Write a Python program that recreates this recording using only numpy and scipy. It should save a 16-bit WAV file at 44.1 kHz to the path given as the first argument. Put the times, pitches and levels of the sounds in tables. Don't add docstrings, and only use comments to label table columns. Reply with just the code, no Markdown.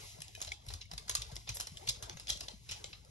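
import sys
import numpy as np
from scipy import signal
from scipy.fft import rfft, irfft, next_fast_len
from scipy.io import wavfile
from scipy.ndimage import uniform_filter1d, map_coordinates

SR = 44100
rng = np.random.default_rng(int(sys.argv[2]) if len(sys.argv) > 2 else 0)


def master(y):
    cut = np.clip(np.atleast_2d(y).T, -1, 1)
    pcm = np.round(cut * 32767)
    wavfile.write(sys.argv[1], SR, pcm.astype(np.int16))


N = 136710


def amp(db):
    return 10 ** (np.asarray(db) / 20)


def unit(x):
    return x / np.sqrt(np.mean(x ** 2) + 1e-20)


def along(points, hz):
    f, values = np.transpose(points)
    return np.interp(np.log(hz + 1), np.log(f + 1), values)


def wobble(rate, size):
    knots = rng.standard_normal(int(size * rate / SR) + 4)
    return map_coordinates(knots, [np.arange(size) * rate / SR])


def filtered(x, response):
    m = next_fast_len(x.shape[-1] + 2048)
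    spectrum = rfft(x, m) * response(np.fft.rfftfreq(m, 1 / SR))
    return irfft(spectrum, m)[..., :x.shape[-1]]


def add(track, start_s, sound):
    part = track[..., round(start_s * SR):round(start_s * SR) + sound.shape[-1]]
    part += sound[..., :part.shape[-1]]


# (frequency [Hz], correlation [0-1])
PORT_LIKENESS = [(60, .85), (150, .75), (300, .3), (600, .45), (2500, .62), (5000, .6), (8500, .9),
                 (10500, .8), (12000, .62)]


def port_noise(level_db, size, alike=1):
    def shared_and_opposed(hz):
        turn = np.arccos(np.clip(alike * along(PORT_LIKENESS, hz), 0, 1)) / 2
        return amp(level_db(hz)) * [np.cos(turn), np.sin(turn)]
    mid, side = filtered(rng.standard_normal((2, size)), shared_and_opposed)
    return unit(np.array([mid + side, mid - side]))


def patchy(x, depth_db):
    z = signal.stft(x, nperseg=1024)[2]
    field = uniform_filter1d(rng.standard_normal(z.shape[1:]), size=4, axis=0)
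    field = uniform_filter1d(field, size=3, axis=1)
    return unit(signal.istft(z * amp(depth_db * unit(field)), nperseg=1024)[1][:, :N])


# (time [s], hiss level [dB], mid band level [dB])
AIR_LEVELS = [(0, -50, -52.5), (.1, -52.5, -62), (.17, -60, -66), (.3, -61, -73.5), (.45, -57.5, -66),
              (0.597, -69.5, -71), (.72, -53, -58.5), (.87, -73.5, -84), (.93, -63.5, -69.5),
              (1.25, -59, -60), (1.44, -61.5, -68), (1.6, -57.5, -72), (2.05, -60.5, -57.5),
              (2.25, -62, -69), (2.45, -57, -61.5), (2.59, -62.5, -74), (2.75, -58.5, -62.5),
              (3.1, -67, -70.5)]
# (frequency [Hz], relative level per Hz [dB])
HISS_COLOUR = [(1200, -79), (2000, -3.5), (3500, -2.5), (5500, -0.5), (8000, -4.5), (10800, -5),
               (12500, -4.5)]
MID_COLOUR = [(150, -2.5), (260, -6), (400, 0.5), (650, -2), (1100, -5.5), (2000, -17.5), (3000, -49)]
RUMBLE_COLOUR = [(25, -44), (38, -2), (52, 0), (110, 2), (150, -9.5), (260, -21), (400, -106)]
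RUMBLE_DB = -61


def air():
    times, hiss_db, mid_db = np.transpose(AIR_LEVELS)
    rumble_db = np.full(len(times), RUMBLE_DB)
    # level, colour, swell spread in dB, patch spread in dB
    layers = [(hiss_db, HISS_COLOUR, 1.2, 1.5), (mid_db, MID_COLOUR, 3, 5),
              (rumble_db, RUMBLE_COLOUR, 1.3, 1.3)]
    out = np.zeros((2, N))
    for levels_db, colour, swell_db, patch_db in layers:
        noise = port_noise(lambda hz: along(colour, hz), size=N)
        level_db = np.interp(np.arange(N) / SR, times, levels_db)
        gain = amp(level_db + swell_db * wobble(21, size=N))
        out += gain * patchy(noise, patch_db)
    return out


# (frequency [Hz], time to fall 60 dB [s])
HALL_DECAY = [(60, 0.19), (500, 0.19), (2000, 0.31), (5000, 0.29), (11000, 0.14)]
HALL_DELAY_S = 0.0034
HALL_ALIKE = .6
GRAIN_DB = 2


def hallway(sources):
    out, step = np.zeros((2, N)), SR // 4
    for start in range(0, N, step):
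        noise = port_noise(lambda hz: 0 * hz, size=SR // 2, alike=HALL_ALIKE)
        hz, t, z = signal.stft(noise, SR, nperseg=256)
        decay = amp(-60 * t / along(HALL_DECAY, hz)[:, None])
        tail = signal.istft(z * decay, SR, nperseg=256)[1]
        tail = tail * amp(GRAIN_DB * wobble(142, size=tail.shape[1]))
        tail = tail / np.linalg.norm(tail[0])
        heard = sources[:, start:start + step].mean(0)[None]
        add(out, start / SR + HALL_DELAY_S, signal.fftconvolve(heard, tail, axes=1))
    return out


def knock(hz, t60, rise_s, sag):
    t = np.arange(SR // 3) / SR
    pitch = hz * (1 + sag * np.exp(-t * hz / 2))
    swing = np.sin(2 * np.pi * np.cumsum(pitch) / SR)
    return swing * amp(-60 * t / t60) * (1 - np.exp(-t / rise_s))


# (time [s], level [dB])
TOUCH_TIMES = [(0.35, -46.5), (.3605, -50)]
# (frequency [Hz], relative level [dB])
HOLLOW_MODES = [(1710, -8.5), (2510, 2), (3010, 1.5), (3820, -1.5)]
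TAP_T60_S, TAP_RISE_S, TAP_SAG = .03, .0012, .12


def hollow_board():
    out = np.zeros(N)
    for start_s, db in TOUCH_TIMES:
        for hz, mode_db in HOLLOW_MODES:
            level = amp(db + mode_db + rng.normal(0, 1))
            add(out, start_s, level * knock(hz, TAP_T60_S, TAP_RISE_S / 2, 0))
    return out


# (time [s], level [dB], settled pitch [Hz])
SOFT_TAPS = [(.186, -47, 620), (.377, -43, 650), (.48, -43, 625), (.52, -42, 800), (.934, -40, 690),
             (1.0955, -35, 1000), (1.1518, -31.5, 1176), (1.562, -45.5, 530), (1.6, -42.5, 805),
             (2.353, -45, 550), (2.415, -42, 647), (2.494, -45.5, 863), (2.532, -52.5, 844),
             (2.843, -43, 543)]


def taps():
    out = np.zeros(N)
    for start_s, db, hz in SOFT_TAPS:
        add(out, start_s, amp(db) * knock(hz, TAP_T60_S, TAP_RISE_S, TAP_SAG))
    return out


# (time [s], level [dB], settled pitch [Hz], time to fall 60 dB [s], joist boom level [dB])
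PAW_PADS = [(0.187, -46, 134, 0.12, -78), (.43, -57, 90, 0.11, -51), (0.469, -43.5, 76, 0.18, -56),
            (0.669, -40, 97.5, 0.14, -43), (.727, -37, 77.6, 0.16, -56), (0.925, -44.5, 144, 0.15, -47),
            (1.101, -48, 93, 0.19, -47), (1.18, -42.5, 104, 0.13, -43), (1.323, -32, 109.5, 0.056, -43.5),
            (1.49, -35, 99.7, 0.14, -40.5), (1.718, -37.5, 142, 0.05, -64), (1.878, -39.5, 109, 0.14, -42),
            (2.028, -39.5, 79.6, 0.1, -51), (2.149, -46, 126, 0.11, -58), (2.302, -47, 89, 0.17, -42.5),
            (2.359, -33.5, 131, 0.025, -69), (2.416, -52, 135, 0.051, -55),
            (2.536, -36.5, 174, 0.038, -50.5), (2.614, -50, 93.6, 0.15, -73),
            (2.709, -38, 87.5, 0.058, -53.5)]
PAD_RISE_S, PAD_SAG = 0.008, 0.25
JOIST_HZ, JOIST_T60_S, JOIST_RISE_S, JOIST_SAG = 51.6, 0.37, 0.013, 0.13


def paw_pads():
    out = np.zeros(N)
    for start_s, db, hz, t60, boom_db in PAW_PADS:
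        joist_hz = JOIST_HZ * rng.normal(1, 0.0079)
        add(out, start_s, amp(db) * knock(hz, t60, PAD_RISE_S, PAD_SAG))
        add(out, start_s, amp(boom_db) * knock(joist_hz, JOIST_T60_S, JOIST_RISE_S, JOIST_SAG))
    return out


LOW_HZ, TREBLE_HZ = 1800, 7060


def treble_share(hz):
    return 1 / (1 + (TREBLE_HZ / (hz + 1)) ** 6)


# (frequency [Hz], relative level per Hz [dB])
CLAW_COLOUR = [(300, -16), (800, -8.5), (1700, -11.5), (3300, 3), (5500, 2.5), (7500, 4), (8800, 3),
               (10800, 5.5), (12000, 3.5), (14000, -2)]
LUMP_DB, LUMP_HZ = 2.5, 450
TREBLE_LASTS = 0.36
CHATTER_DB = 3.5
CREST_DB = 7
SWELL_DB, SWELL_S = -13.5, 0.0021
LEAD_IN_S = .03


def claw_burst(t, rise, fall_db, treble_db, low_db):
    lumps_db = LUMP_DB * rng.standard_normal(SR // LUMP_HZ)

    def colour_db(hz):
        tilt_db = treble_db * treble_share(hz) + low_db / (1 + (hz / LOW_HZ) ** 6)
        return along(CLAW_COLOUR, hz) + tilt_db + map_coordinates(lumps_db, [hz / LUMP_HZ])

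    noise = port_noise(colour_db, size=len(t))
    treble = filtered(noise, treble_share)
    body = (noise - treble) * amp(fall_db) + treble * amp(fall_db / TREBLE_LASTS)
    faint_swell = amp(SWELL_DB) * np.exp(-np.abs(t) / SWELL_S) * noise
    burst = rise * body + faint_swell
    rough = burst * amp(CHATTER_DB * wobble(1099, size=len(t)))
    return rough * np.linalg.norm(burst) / np.linalg.norm(rough)


RING_CYCLES = 62


def claw_ring(t, rise, hz):
    shared = wobble(300, size=len(t))
    apart = np.array([wobble(300, size=len(t)), wobble(300, size=len(t))])
    decay = amp(-60 * np.maximum(t, 0) * hz / RING_CYCLES)
    return rise * decay * np.sin(2 * np.pi * hz * t + .4 * shared + .4 * apart)


# (time [s], level [dB], ring pitch [Hz], treble tilt [dB], low tilt [dB],
#  rise [ms], time to fall 60 dB [ms], ring relative to contact [dB])
CLAW_TICKS = [(0.2045, -35, 5360, 2.5, 7, 0.42, 21, -21), (0.219, -27.5, 5230, 3.5, 6, 0.79, 22, -13.5),
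              (0.281, -41, 5060, 2, -9, 0.87, 28, -2.5), (0.3507, -37.5, 5930, -1, -3, 0.5, 24, -11),
              (0.4032, -35, 2410, 7, 15.5, 1.7, 28, -20), (0.4161, -27, 6300, -1.5, 9.5, 0.21, 37, 1),
              (0.4474, -36, 3900, 1.5, 13, 1.2, 30, -6), (0.4895, -41, 4970, -17, 5, 0.89, 18, -3),
              (0.5182, -30.5, 2283, -8.5, -6, 1.06, 26, -2.5), (0.665, -42.5, 5570, 4, 15, 0.37, 38, -5),
              (0.6851, -33.5, 3940, -6.5, -19, 1.5, 38, -30), (0.7376, -30.5, 4850, -2, 2, 0.6, 35, -5),
              (0.9137, -37, 4820, -7, 14.5, 1, 53, 0), (0.9783, -29, 4680, -4, 1, 1.04, 31, -5.5),
              (1.0953, -19.5, 5900, 2.5, 7, 1.1, 33, -14.5), (1.1514, -13.5, 4330, 6.5, 3, 0.42, 31, -10),
              (1.2189, -26, 4970, -5, -3.5, 0.84, 22, -24), (1.3157, -43.5, 5200, -5.5, 7, 0.82, 83, -18),
              (1.3558, -35, 4770, 2, 1, 0.47, 35, -7), (1.3651, -28.5, 5240, -5.5, 0.5, 0.36, 13, -11),
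              (1.5693, -28.5, 4900, 4.5, 12, 0.98, 29, -9), (1.5992, -28, 5820, 2.5, 9, 0.6, 96, -3.5),
              (1.6088, -26.5, 5200, 4, -3, 0.71, 50, -3.5), (1.6703, -34, 5670, -2.5, 7, 0.53, 59, 1),
              (1.7711, -35.5, 3170, -2.5, -3, 0.77, 36, -6), (1.905, -37.5, 3940, 2, 19, 0.57, 15, 3),
              (2.0252, -30.5, 6130, 1, 10.5, 1, 84, -1.5), (2.0963, -30.5, 3360, -15.5, 1.5, 0.49, 15, -34),
              (2.17, -39.5, 3650, -6.5, 12, 0.81, 58, -28), (2.197, -37.5, 4700, -5.5, 8, 1, 74, -5),
              (2.2711, -34, 3600, -14, -12, 0.37, 34, -23), (2.4067, -28, 5840, -2.5, 3, 1.6, 31, -7.5),
              (2.6907, -34.5, 4580, -12, 1.5, 0.76, 80, -6), (2.8421, -30, 4400, -13, -1, 0.66, 22, -15),
              (2.9299, -38, 2650, -50, -3.5, 1.1, 44, -5.5), (3.0492, -45, 5100, 0, -6, 0.38, 9.8, -29)]
CLAW_SKIDS = [(0.422, -30.5, 4030, 0, 7, 1.8, 48, -11), (0.47, -36, 3470, -6.5, 2, 7.4, 39, -27),
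              (0.702, -39.5, 3420, -17, 13.5, 3, 36, -20), (0.8093, -38.5, 4020, -19, -13, 7.2, 50, 4.5),
              (0.8544, -53.5, 2220, 7, 11, 1.2, 55, 0), (0.9324, -33, 4800, 5, 14, 5.4, 40, -7),
              (1.079, -35.5, 4960, -2, 11, 3.8, 41, -25), (1.1084, -27.5, 3500, 3, 6, 2.3, 37, -33),
              (1.165, -30.5, 4320, -8, -10, 3.7, 43, -7), (1.4726, -39, 3160, -24, 9.5, 2, 94, -29),
              (1.4902, -28.5, 2460, -6, 5.5, 1.2, 82, -7), (1.5459, -22.5, 6400, 21.5, 8, 11, 73, -22),
              (1.8719, -27.5, 3750, -6, 1, 3.2, 30, -20), (1.8872, -18.5, 4550, -1, -21, 3.7, 19, -3.5),
              (1.8926, -16, 3560, 3.5, -2.5, 3.4, 22, -12.5), (2.28, -34, 3430, -7, -5, 3, 34, -1),
              (2.2869, -24, 4900, 2, 4.5, 7.9, 34, -11), (2.2987, -18.5, 3310, -1.5, -4.5, 2.4, 48, -5),
              (2.371, -32.5, 4550, 3, 3, 2.8, 28, -13), (2.4814, -31.5, 3465, -9, 3.5, 4.7, 21.5, -10),
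              (2.71, -27.5, 4400, -4, -1, 6.6, 67, -14)]


def claws():
    bursts, rings = np.zeros((2, N)), np.zeros((2, N))
    t = np.arange(SR // 8) / SR - round(LEAD_IN_S * SR) / SR
    after_ms = np.maximum(t, 0) * 1000
    for start_s, db, hz, treble_db, low_db, rise_ms, t60_ms, ring_db in CLAW_TICKS + CLAW_SKIDS:
        rise = 1 - np.exp(-(after_ms / rise_ms) ** 2)
        fall_db = -60 * after_ms / t60_ms
        rise = rise / np.max(rise * amp(fall_db))
        burst = claw_burst(t, rise, fall_db, treble_db, low_db)
        add(bursts, start_s + t[0], amp(db - CREST_DB) * burst)
        add(rings, start_s + t[0], amp(db + ring_db) * claw_ring(t, rise, hz))
    return bursts, rings


HALL_DB, PAD_HALL_DB = -6, -11.5


def scene():
    background = air()
    boards = hollow_board() + taps() + paw_pads()
    thumps = np.array([boards, boards])
    bursts, rings = claws()
    answer = hallway(amp(HALL_DB) * bursts + amp(PAD_HALL_DB) * thumps)
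    return background + answer + thumps + bursts + rings


# (frequency [Hz], difference [dB])
PORT_LEAN = [(60, 5), (110, 1), (200, 6.5), (360, 3.5), (650, 8.5), (1180, -0.5), (2140, 2), (3880, 0.5),
             (7040, -1), (12800, 0)]
# (frequency [Hz], lead [rad])
PORT_LEAD = [(0, 0), (260, 0.4), (860, 4.4), (1290, 3.9), (1810, 6.3), (2330, 4.5), (3270, 5.0),
             (3960, 6.8), (5080, 12.7), (7750, 15.1), (9220, 15.4), (10200, 16.0), (11800, 18.8),
             (12900, 18.9)]
# (frequency [Hz], gain [dB])
MIC_RESPONSE = [(11500, 1.5), (11900, -19.5), (12200, -8.5), (13300, -34)]
TOP_HZ = 13383


def record(dry):
    lead_hz, lead = np.transpose(PORT_LEAD)

    def ports(hz):
        half_turn = np.exp(.5j * np.interp(hz, lead_hz, lead))
        left = amp(along(PORT_LEAN, hz) / 2) * half_turn
        return np.array([left, 1 / left]) * amp(along(MIC_RESPONSE, hz)) * (hz < TOP_HZ)

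    return filtered(dry, ports)


dry = scene()
out = record(dry)
master(out)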